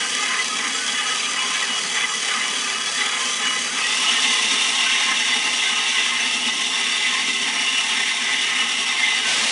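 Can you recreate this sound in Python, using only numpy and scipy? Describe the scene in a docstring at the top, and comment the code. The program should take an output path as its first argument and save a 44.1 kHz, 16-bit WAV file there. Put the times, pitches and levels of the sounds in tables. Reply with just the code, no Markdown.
"""A dense, gritty stream of tearing steel: a horizontal band saw cuts a thick pipe, heard through one
microphone. Noise and cracks, pulsed by the teeth, ring the modes of pipe, blade and frame; turning parts swell
the bite. Two thin rings and short squeaks sing above it, and a motor hums below as steady lines over filtered
noise. Midway the scene changes, blending from a shallow stage of the cut into a deeper, louder one, and near
the end the sound turns abruptly broader and louder."""
import sys
import numpy as np
from scipy import signal
from scipy.fft import rfft, irfft, next_fast_len
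from scipy.io import wavfile
from scipy.ndimage import uniform_filter1d

SR = 44100
rng = np.random.default_rng(int(sys.argv[2]) if len(sys.argv) > 2 else 0)


def log_audio(samples):
    """Write samples as a 16-bit WAV file to the path given in sys.argv[1]."""
    # one column per channel
    frames = np.atleast_2d(samples).T
    # limit to full scale, then quantise
    limited = np.clip(frames, -1, 1)
    pcm = np.round(limited * 32767).astype(np.int16)
    wavfile.write(sys.argv[1], SR, pcm)


def rack_gain(trim_db):
    """Turn a fader trim in dB into the linear factor to multiply a signal by."""
    fader = np.asarray(trim_db, float)
    return 10 ** (fader / 20)


N = 419391

# borders between the six regions of the cut's spectrum: (frequency [Hz])
REGION_EDGES_HZ = [310, 750, 1450, 2470, 4000]
# resonances of pipe and frame in each stage: (frequency [Hz], width [Hz], relative level [dB])
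SHALLOW_MODES = [(244, 43, -8), (325, 8, -23), (399, 15, -9), (453, 42, -10), (538, 203, -16),
                 (693, 10, -10), (751, 62, -14), (834, 45, -6), (902, 8, -9), (1139, 37, -6), (1199, 20, 1),
                 (1266, 71, -1), (1493, 146, -10), (1588, 61, -6), (1706, 58, -4), (1818, 214, -6),
                 (1999, 90, 1), (2102, 14, -8), (2296, 146, -5), (2575, 62, -1), (2973, 54, -2),
                 (3084, 142, -4), (3335, 167, -1), (3385, 40, -3), (3910, 40, -3)]
DEEP_MODES = [(243, 35, -4), (322, 8, -14), (396, 11, -8), (451, 30, -11), (551, 9, -19), (695, 22, -8),
              (783, 52, -10), (852, 40, -4), (898, 11, -3), (935, 9, -5), (971, 8, -10), (1068, 51, -2),
              (1266, 71, -4), (1540, 46, -8), (1635, 81, -7), (1827, 88, -2), (1986, 58, 0), (2064, 84, 4),
              (2263, 257, -3), (2406, 32, -2), (2720, 138, 3), (3197, 26, 3), (3369, 37, 0), (3428, 42, -4),
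              (3536, 140, 0), (3704, 27, 3), (3888, 12, -4)]
# start and end of the blend from the shallow to the deep stage: (time [s])
BLEND_S = [3.76, 4.28]
# turning parts, one row for each stage: (blade wheel [Hz], guide roller [Hz], faster shaft [Hz])
TURN_HZ = [(1.05, 2.86, 6.03), (0.98, 2.86, 6.03)]
# time constants in which the stages calm down: (shallow [s], deep [s])
SETTLE_S = [0.13, 1.5]


def rms_one(x):
    """Scale to unit rms."""
    return x / np.sqrt(np.mean(x ** 2) + 1e-20)


def drift(rate):
    """Slow chance of spread 1: coarse noise through a double one-pole low-pass at rate (Hz)."""
    r = np.exp(-80 * np.pi * rate / SR)   # the coarse noise has one value per 40 samples
    coarse = rng.standard_normal(N // 40 + 1002)
    slow = signal.lfilter([1], [1, -2 * r, r * r], coarse)[1000:]
    return np.interp(np.arange(N) / 40, np.arange(len(slow)), rms_one(slow))


def resonate(x, hz, width):
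    """A resonance with gain 1 on top, passed twice for steep skirts."""
    r = np.exp(-np.pi * max(width, 2) * 1.55 / SR)   # 1.55 makes up for the narrowing by two passes
    section = [(1 - r * r) / 2, 0, (r * r - 1) / 2, 1, -2 * r * np.cos(2 * np.pi * hz / SR), r * r]
    return signal.sosfilt([section, section], x)


def coloured(x, spectrum):
    """Give a white signal a spectrum; one row for each region between the edges."""
    size = next_fast_len(N)
    hz = np.maximum(np.arange(size // 2 + 1) * SR / size, 1)
    points = np.array(spectrum)
    curve_db = np.interp(np.log(hz), np.log(points[:, 0]), points[:, 1])
    shaped = rfft(x, size) * rack_gain(curve_db)
    region = np.searchsorted(REGION_EDGES_HZ, hz)
    return np.array([irfft(shaped * (region == k), size)[:N] for k in range(len(REGION_EDGES_HZ) + 1)])


def chips(tooth_depth, judder_db, per_s, spread_db, crack_db):
    """Five white streams of tearing steel: rubbing noise and cracks, pulsed by the teeth, with a common judder."""
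    # one repeat of the uneven tooth spacing: (place in the repeat [0-1], bite [dB at tooth_depth 1])
    tooth_set = [(.04, 7), (.33, 7.5), (.56, 3.5)]
    set_hz = 36.03   # repeats per second
    decay = .12   # share of the repeat over which a tooth's bite fades
    place = (set_hz * np.arange(N) / SR + .04 * drift(1.5)) % 1
    teeth_db = sum(db * np.exp(-((place - at) % 1) / decay) for at, db in tooth_set)
    judder = drift(12) + 0.65 * drift(35)
    judder -= uniform_filter1d(judder, size=SR // 9)   # the slow swell belongs to the bite
    force = rack_gain(tooth_depth * teeth_db + judder_db * judder)
    heights = rack_gain(spread_db * np.minimum(rng.exponential(1, N), 5))
    sizes = heights * rng.choice([-1, 1], (5, N))
    struck = rng.random(N) < per_s * force / SR   # per_s is the crack rate at force 1
    cracks = rms_one(sizes * struck)
    rubbing = rng.standard_normal((5, N))
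    return rms_one(force * (rubbing + rack_gain(crack_db) * cracks))


def cut(modes, grind, drive, grind_db, patchy_db, singing):
    """One stage of the cut by region, rms 1 each: every mode rings with a slowly changing strength of its own."""
    regions = rack_gain(grind_db) * coloured(drive[0], grind)
    for k, (hz, width, db) in enumerate(modes):
        stream = drive[1 + k % 4]   # modes next to each other in the table are rubbed by different noise
        strength = rack_gain(db + patchy_db * min(1, 160.0 / width) * drift(5.6))   # broad modes vary less
        rung = resonate(strength * stream, hz, width)
        if 40 < width < 200:
            # a cluster of close modes: part of its power sings as one thin tone that roams the cluster
            roaming = np.cos(2 * np.pi * np.cumsum(hz + .45 * width * drift(4)) / SR)
            slow_stream = signal.sosfilt(signal.butter(2, 16.0, fs=SR, output="sos"), stream)
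            flares = slow_stream * rack_gain(4.5 * drift(10.0))
            tone = np.std(rung) * rms_one(flares * roaming)
            rung = np.sqrt(1 - singing) * rung + np.sqrt(singing) * tone
        regions[np.searchsorted(REGION_EDGES_HZ, hz)] += rung
    # modes trade strength with each other: the total of a region stays even, its swell comes from the bite
    return regions / np.sqrt(uniform_filter1d(regions ** 2, size=SR // 5, axis=1) + 1e-20)


def bite(rows, turn_hz, start, settle):
    """Gain of every row: it settles after the start, swells with each turning part, lurches and wanders."""
    # the blade briefly digs in (+) or runs slack (-): (time [s], level at share 1 [dB], half width [s])
    lurches = [(0.51, -1.5, 0.061), (1.33, -1.5, 0.03), (1.55, 1.5, 0.054), (1.99, 2.5, 0.022),
               (2.13, -1.9, 0.05), (2.31, 1.5, 0.021), (2.83, -0.6, 0.12), (3.01, 2.7, 0.03),
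               (3.37, -1.5, 0.022), (3.72, -0.5, 0.044), (5.09, 0.5, 0.048), (5.31, 1, 0.018),
               (6.55, -1.5, 0.23), (6.97, -1, 0.02), (7.35, -0.8, 0.045), (7.59, 1.0, 0.073),
               (7.83, -1.8, 0.026), (8.17, -1.5, 0.05), (8.57, 1.7, 0.08), (9.07, 1.5, 0.05),
               (9.22, 0, 0.04)]
    # how far each row of the bite follows the lurches: (share)
    lurch_share = [0.2, 0.3, 0.91, 1.7, 0.6, 0.11, 1.2, 1.2]
    # chance wander of each row by itself: (spread [dB])
    own_wander_db = [1.35, 0.56, 0.52, 0.98, 0.48, 0.34, 2.2, 2.2]
    shared_wander_db, wander_hz = 0.2, 2.7
    step = 64   # samples between computed gains
    t = np.arange(0, N, step) / SR
    calming = np.exp(-np.maximum(t - start, 0) / settle)
    shared = shared_wander_db * drift(wander_hz)[::step]
    lurch = sum(db * np.exp(-.5 * ((t - s) / width) ** 2) for s, db, width in lurches)
    gains = []
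    for (level_db, extra_db, *turns), own_db, share in zip(rows, own_wander_db, lurch_share):
        parts = zip(turn_hz, turns[::2], turns[1::2])
        swell = sum(db * np.cos(2 * np.pi * (hz * t - crest)) for hz, db, crest in parts)
        wander = shared + own_db * drift(wander_hz)[::step]
        db = level_db + extra_db * calming + swell + share * lurch + wander
        gains.append(np.interp(np.arange(N) / SR, t, rack_gain(db)))
    return np.array(gains)


def shallow_stage(fade):
    """The first stage: strong tooth pulses ring the modes; returns the sawing and the levels of the two rings."""
    # high resonances of the blade: (frequency [Hz], width [Hz], relative level [dB])
    blade = [(4010, 18, -14), (4332, 166, -13), (4795, 44, -6), (4733, 351, -8), (5016, 321, -12),
             (5307, 44, -15), (5489, 41, -6), (5759, 479, -8), (6051, 104, -11), (6168, 100, -6),
             (6364, 232, -9), (6603, 126, -10), (6873, 14, -15), (7029, 111, -13), (7285, 156, -11),
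             (7817, 453, -15), (8086, 88, -15), (8706, 700, -15), (9456, 8, -15), (9582, 54, -15)]
    # grinding between the resonances: (frequency [Hz], relative density [dB per Hz])
    grind = [(90, -50), (150, -38), (300, -41), (620, -50), (1000, -10), (1420, -31), (2200, -9),
             (2850, -8), (3800, -13), (4200, -20), (5100, -50), (6700, -16), (8300, -19), (10000, -17)]
    # rows: frame boom, frame, pipe wall, low grind, high grind, chip hiss, low ring, high ring
    # (level [dB], extra at the start [dB], wheel swell [dB], its crest [0-1 turn],
    #  roller swell [dB], its crest [0-1 turn], shaft swell [dB], its crest [0-1 turn])
    bite_rows = [(-44.5, 0.0, 1.3, 0.68, 0.2, .49, 0.1, .42), (-43, 0.61, 0.3, 0.6, 0.2, .49, 0.1, 0.31),
                 (-34, 0.59, 0.94, 0.33, 2, 0.87, 0.2, .9), (-29, 1.0, 0.8, 0.35, 1.6, 0.87, 0.26, 1),
                 (-28, 1.0, 0.6, 0.35, 0.69, 0.54, 0.39, 0.74), (-26, 1.0, 0.1, .27, 0.63, 0.4, 0.2, 0.82),
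                 (-44.5, 1.0, 5.6, 0.55, 4.5, 0.048, 0.99, 0.58),
                 (-38.5, 1.0, 0.91, 0.44, 5.7, 1, 3.1, 0.8)]
    drive = chips(tooth_depth=.75, judder_db=0.3, per_s=600, spread_db=4.5, crack_db=-7.0)
    regions = cut(SHALLOW_MODES + blade, grind, drive, grind_db=0.5, patchy_db=2.0, singing=0.3)
    gain = fade * bite(bite_rows, TURN_HZ[0], 0, SETTLE_S[0])
    return np.sum(gain[:-2] * regions, axis=0), gain[-2:]


def deep_stage(fade):
    """The louder second stage, with weaker tooth pulses; returns the sawing and the levels of the two rings."""
    # high resonances of the blade: (frequency [Hz], width [Hz], relative level [dB])
    blade = [(4157, 13, -10), (4640, 176, -8), (5475, 29, -5), (5650, 33, -6), (5500, 581, -7),
             (5759, 32, -3), (5903, 27, -12), (6128, 161, -6), (6562, 32, -13), (6847, 10, -9),
             (7526, 8, -16), (7578, 8, -12), (7776, 15, -11), (8937, 9, -12), (9206, 168, -15),
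             (9359, 69, -12), (10381, 24, -21)]
    # grinding between the resonances: (frequency [Hz], relative density [dB per Hz])
    grind = [(90, -50), (150, -33), (300, -22), (620, -19), (1000, -41), (1420, -18), (2200, -20),
             (2850, -1), (3800, -8), (4200, -10), (5100, -19), (6700, -13), (8300, -14), (10000, -17)]
    # rows and columns as in the shallow stage: (level [dB], extra at the start [dB],
    #  then for wheel, roller and shaft: swell [dB], its crest [0-1 turn])
    bite_rows = [(-43.5, 2.9, 2, 0.31, 0.2, .54, 0.1, .3), (-44.5, 3.3, 0.46, 0.27, 0.2, 0.7, 0.1, .3),
                 (-35, 4.2, 0.64, 0.74, 0.7, 0.54, 0.16, .9), (-27, 1.9, 1.34, 0.0083, 0.1, .66, 0.23, .06),
                 (-25, 2.9, 0.5, 0.85, 0.67, 0.05, 0.15, .01),
                 (-27.5, 4.6, 0.13, 0.78, 0.13, .11, 0.12, 0.34), (-59, 12, 1.5, .98, 11.6, 0.52, 0.72, 1),
                 (-32, 0.65, 0.7, 0.31, 0.32, .14, 0.75, 1)]
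    drive = chips(tooth_depth=.45, judder_db=0.86, per_s=600, spread_db=2.5, crack_db=-9.5)
    regions = cut(DEEP_MODES + blade, grind, drive, grind_db=0.06, patchy_db=2.0, singing=0.21)
    gain = fade * bite(bite_rows, TURN_HZ[1], BLEND_S[1], SETTLE_S[1])
    return np.sum(gain[:-2] * regions, axis=0), gain[-2:]


def squeal(deep, levels, rough, width):
    """Nearly steady rings, each with a fringe of noise around it; the pitch differs between the two stages and
    glides across the blend."""
    # the two sharpest rings of the pipe: (shallow pitch [Hz], deep pitch [Hz])
    squeal_hz = [(1043.5, 1050), (2927, 2918)]
    rings = np.zeros(N)
    low = signal.butter(1, width, fs=SR, output="sos")   # width in Hz to each side of the ring
    for (shallow_hz, deep_hz), level in zip(squeal_hz, levels):
        real, imaginary = signal.sosfilt(low, rng.standard_normal((2, N)))
        fringe = rough * (rms_one(real) + 1j * rms_one(imaginary))
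        hz = shallow_hz + deep * (deep_hz - shallow_hz)
        carrier = np.exp(2j * np.pi * np.cumsum(hz) / SR)
        rings += level * rms_one(np.real((1 + fringe) * carrier))
    return rings


def motor(deep):
    """Motor, gears and pump: steady lines that waver a little, over a low rumble."""
    # motor lines: (frequency [Hz], shallow level [dB rms], deep level [dB rms])
    hum = [(37.7, -86, -87), (60.2, -88, -93), (75.4, -82, -89), (88.5, -85, -81), (114.4, -78, -81),
           (120.1, -79, -71), (177.6, -56, -62), (360.0, -59, -66), (396.0, -57, -57), (503.7, -58, -72)]
    # rumble spectrum: (frequency [Hz], relative density [dB per Hz])
    rumble = [(12, -58), (20, -28), (49, -20), (119, -3.5), (170, 0), (220, -15), (370, -120)]
    rumble_db = -65 + 2.0 * deep + 0.77 * drift(0.67)
    lowest_region = coloured(rng.standard_normal(N), rumble)[0]
    out = rack_gain(rumble_db) * rms_one(lowest_region)
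    for hz, shallow_db, deep_db in hum:
        level = rack_gain(shallow_db + deep * (deep_db - shallow_db) + 2.0 * drift(0.26))
        out += np.sqrt(2) * level * np.sin(2 * np.pi * hz * np.arange(N) / SR + .5 * drift(1.0))
    return out


def faint_squeaks():
    """Random rows for squeaks(), at chance times, each on one of the stage's middle modes."""
    # range of the middle modes: (lowest [Hz], highest [Hz])
    lowest_hz, highest_hz = (1150, 3750)
    # range of lengths at half height: (shortest [s], longest [s])
    short, long = (0.04, 0.1)
    count, middle_db, range_db = 24, -32.0, 11
    rows = []
    for when, strength, which, length in rng.random((count, 4)):
        s = long + when * (N / SR - long)
        modes = SHALLOW_MODES if s < np.mean(BLEND_S) else DEEP_MODES
        pitches = [hz for hz, _, _ in modes if lowest_hz < hz < highest_hz]
        peak_db = middle_db + range_db * (strength - .5)
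        rows.append((s, peak_db, pitches[int(which * len(pitches))], short + length * (long - short)))
    return rows


def squeaks():
    """A tooth grabs and one mode sings out: a short swell and fade on a slightly unsteady pitch."""
    # the loudest squeaks: (time of the peak [s], peak before chatter [dB], pitch [Hz], length at half height [s])
    loudest = [(0.053, -28, 2900, 0.047), (0.292, -24.5, 2002.0, 0.03), (0.322, -31, 1043.0, 0.074),
               (0.399, -20.5, 2020, 0.035), (0.98, -26, 1740.0, 0.031), (0.982, -30, 3403.0, 0.1),
               (1.258, -29, 3280, 0.05), (1.397, -22.5, 2927.0, 0.05), (1.513, -33, 1043.0, 0.06),
               (1.584, -32, 3350, 0.1), (1.635, -24, 1930, 0.03), (1.72, -25, 2927.0, 0.06),
               (1.999, -26, 3395.0, 0.08), (2.044, -25, 2020.0, 0.03), (2.329, -30, 1208.0, 0.063),
               (2.436, -38, 1043.0, 0.052), (2.5, -29, 3400, 0.05), (3.44, -29, 3414.0, 0.05),
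               (3.446, -25.5, 1748.0, 0.037), (3.565, -25, 1999.0, 0.05), (3.861, -25.5, 1916.0, 0.046),
               (4.086, -17, 2920.0, 0.042), (4.25, -24, 3550, 0.036), (4.283, -23, 2080, 0.05),
               (4.339, -28, 1050.0, 0.05), (4.69, -27, 2918.0, 0.05), (4.943, -27, 2692.0, 0.068),
               (5.091, -26.5, 1050.0, 0.06), (5.275, -26, 2930, 0.08), (5.334, -19, 2010, 0.03),
               (5.657, -28, 2668.0, 0.1), (5.67, -27, 2085.0, 0.068), (5.983, -20, 2040.0, 0.025),
               (6.468, -22, 2930, 0.076), (6.524, -23.5, 2006, 0.04), (6.8, -25, 2031.0, 0.053),
               (7.05, -21.5, 2030.0, 0.042), (7.15, -28, 1050.0, 0.06), (7.443, -26, 2918.0, 0.04),
               (7.788, -20, 2918.0, 0.06), (8.035, -23, 2020, 0.05), (8.324, -26, 1990, 0.06),
               (8.61, -21, 2918.0, 0.04), (8.993, -20, 2116, 0.04), (9.11, -23, 2034.0, 0.08)]
    rows = loudest + faint_squeaks()
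    out, unsteady, chatter = np.zeros(N), drift(21.3), drift(40)
    for (s, peak_db, hz, length), turn in zip(rows, rng.random((len(rows), 1))):
        span = np.arange(round((s - length) * SR), min(round((s + length) * SR), N))
        phase = 2 * np.pi * (np.cumsum(hz + 8.6 * unsteady[span]) / SR + turn)
        level = rack_gain(peak_db + 2.0 * chatter[span])
        out[span] += level * np.hanning(len(span)) * np.sin(phase)
    return out


def closing_roar():
    """White noise shaped to a broad spectrum, raised abruptly near the end."""
    # (frequency [Hz], relative density [dB per Hz])
    spectrum = [(15, -77), (25, -36), (228, -12), (302, -14), (836, -5), (1430, -10), (2830, -1),
                (6070, -6.5), (10900, -13.5), (14200, -51), (22000, -120)]
    # (time [s], level [dB])
    level = [(9.258, -80), (9.266, -23.5), (9.51, -23)]
    times, level_db = np.transpose(level)
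    gain = rack_gain(np.interp(np.arange(N) / SR, times, level_db))
    return gain * rms_one(coloured(rng.standard_normal(N), spectrum).sum(axis=0))


def scene():
    """Each stage has its own bite; one fades out as the other fades in."""
    deep = np.interp(np.arange(N) / SR, BLEND_S, [0, 1])
    fade_power = 0.47   # .5 keeps the power even, 1 is a straight line
    shallow_saw, shallow_rings = shallow_stage((1 - deep) ** fade_power)
    deep_saw, deep_rings = deep_stage(deep ** fade_power)
    rings = squeal(deep, np.hypot(shallow_rings, deep_rings), rough=0.43, width=8.9)
    mix = shallow_saw + deep_saw + rings + motor(deep) + squeaks() + closing_roar()
    return np.tile(mix, (2, 1))   # the same sound on both channels


def low_pass(x):
    """Removes everything above the highest recorded frequency."""
    return signal.sosfilt(signal.butter(12, 11560, fs=SR, output="sos"), x)


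def record(dry):
    """Peaks are rounded, the microphone fades at both ends of the spectrum, and the top is cut steeply."""
    ceiling = .85
    low_end = signal.butter(2, 60.0, "high", fs=SR, output="sos")
    high_end = signal.butter(8, 10350.0, fs=SR, output="sos")
    steep_cut = signal.ellip(12, .3, 55, 10990, fs=SR, output="sos")
    rounded = ceiling * np.tanh(dry / ceiling)
    heard = signal.sosfilt(np.vstack([low_end, high_end]), rounded)
    return low_pass(signal.sosfilt(steep_cut, heard))


dry = scene()
out = record(dry)
log_audio(out)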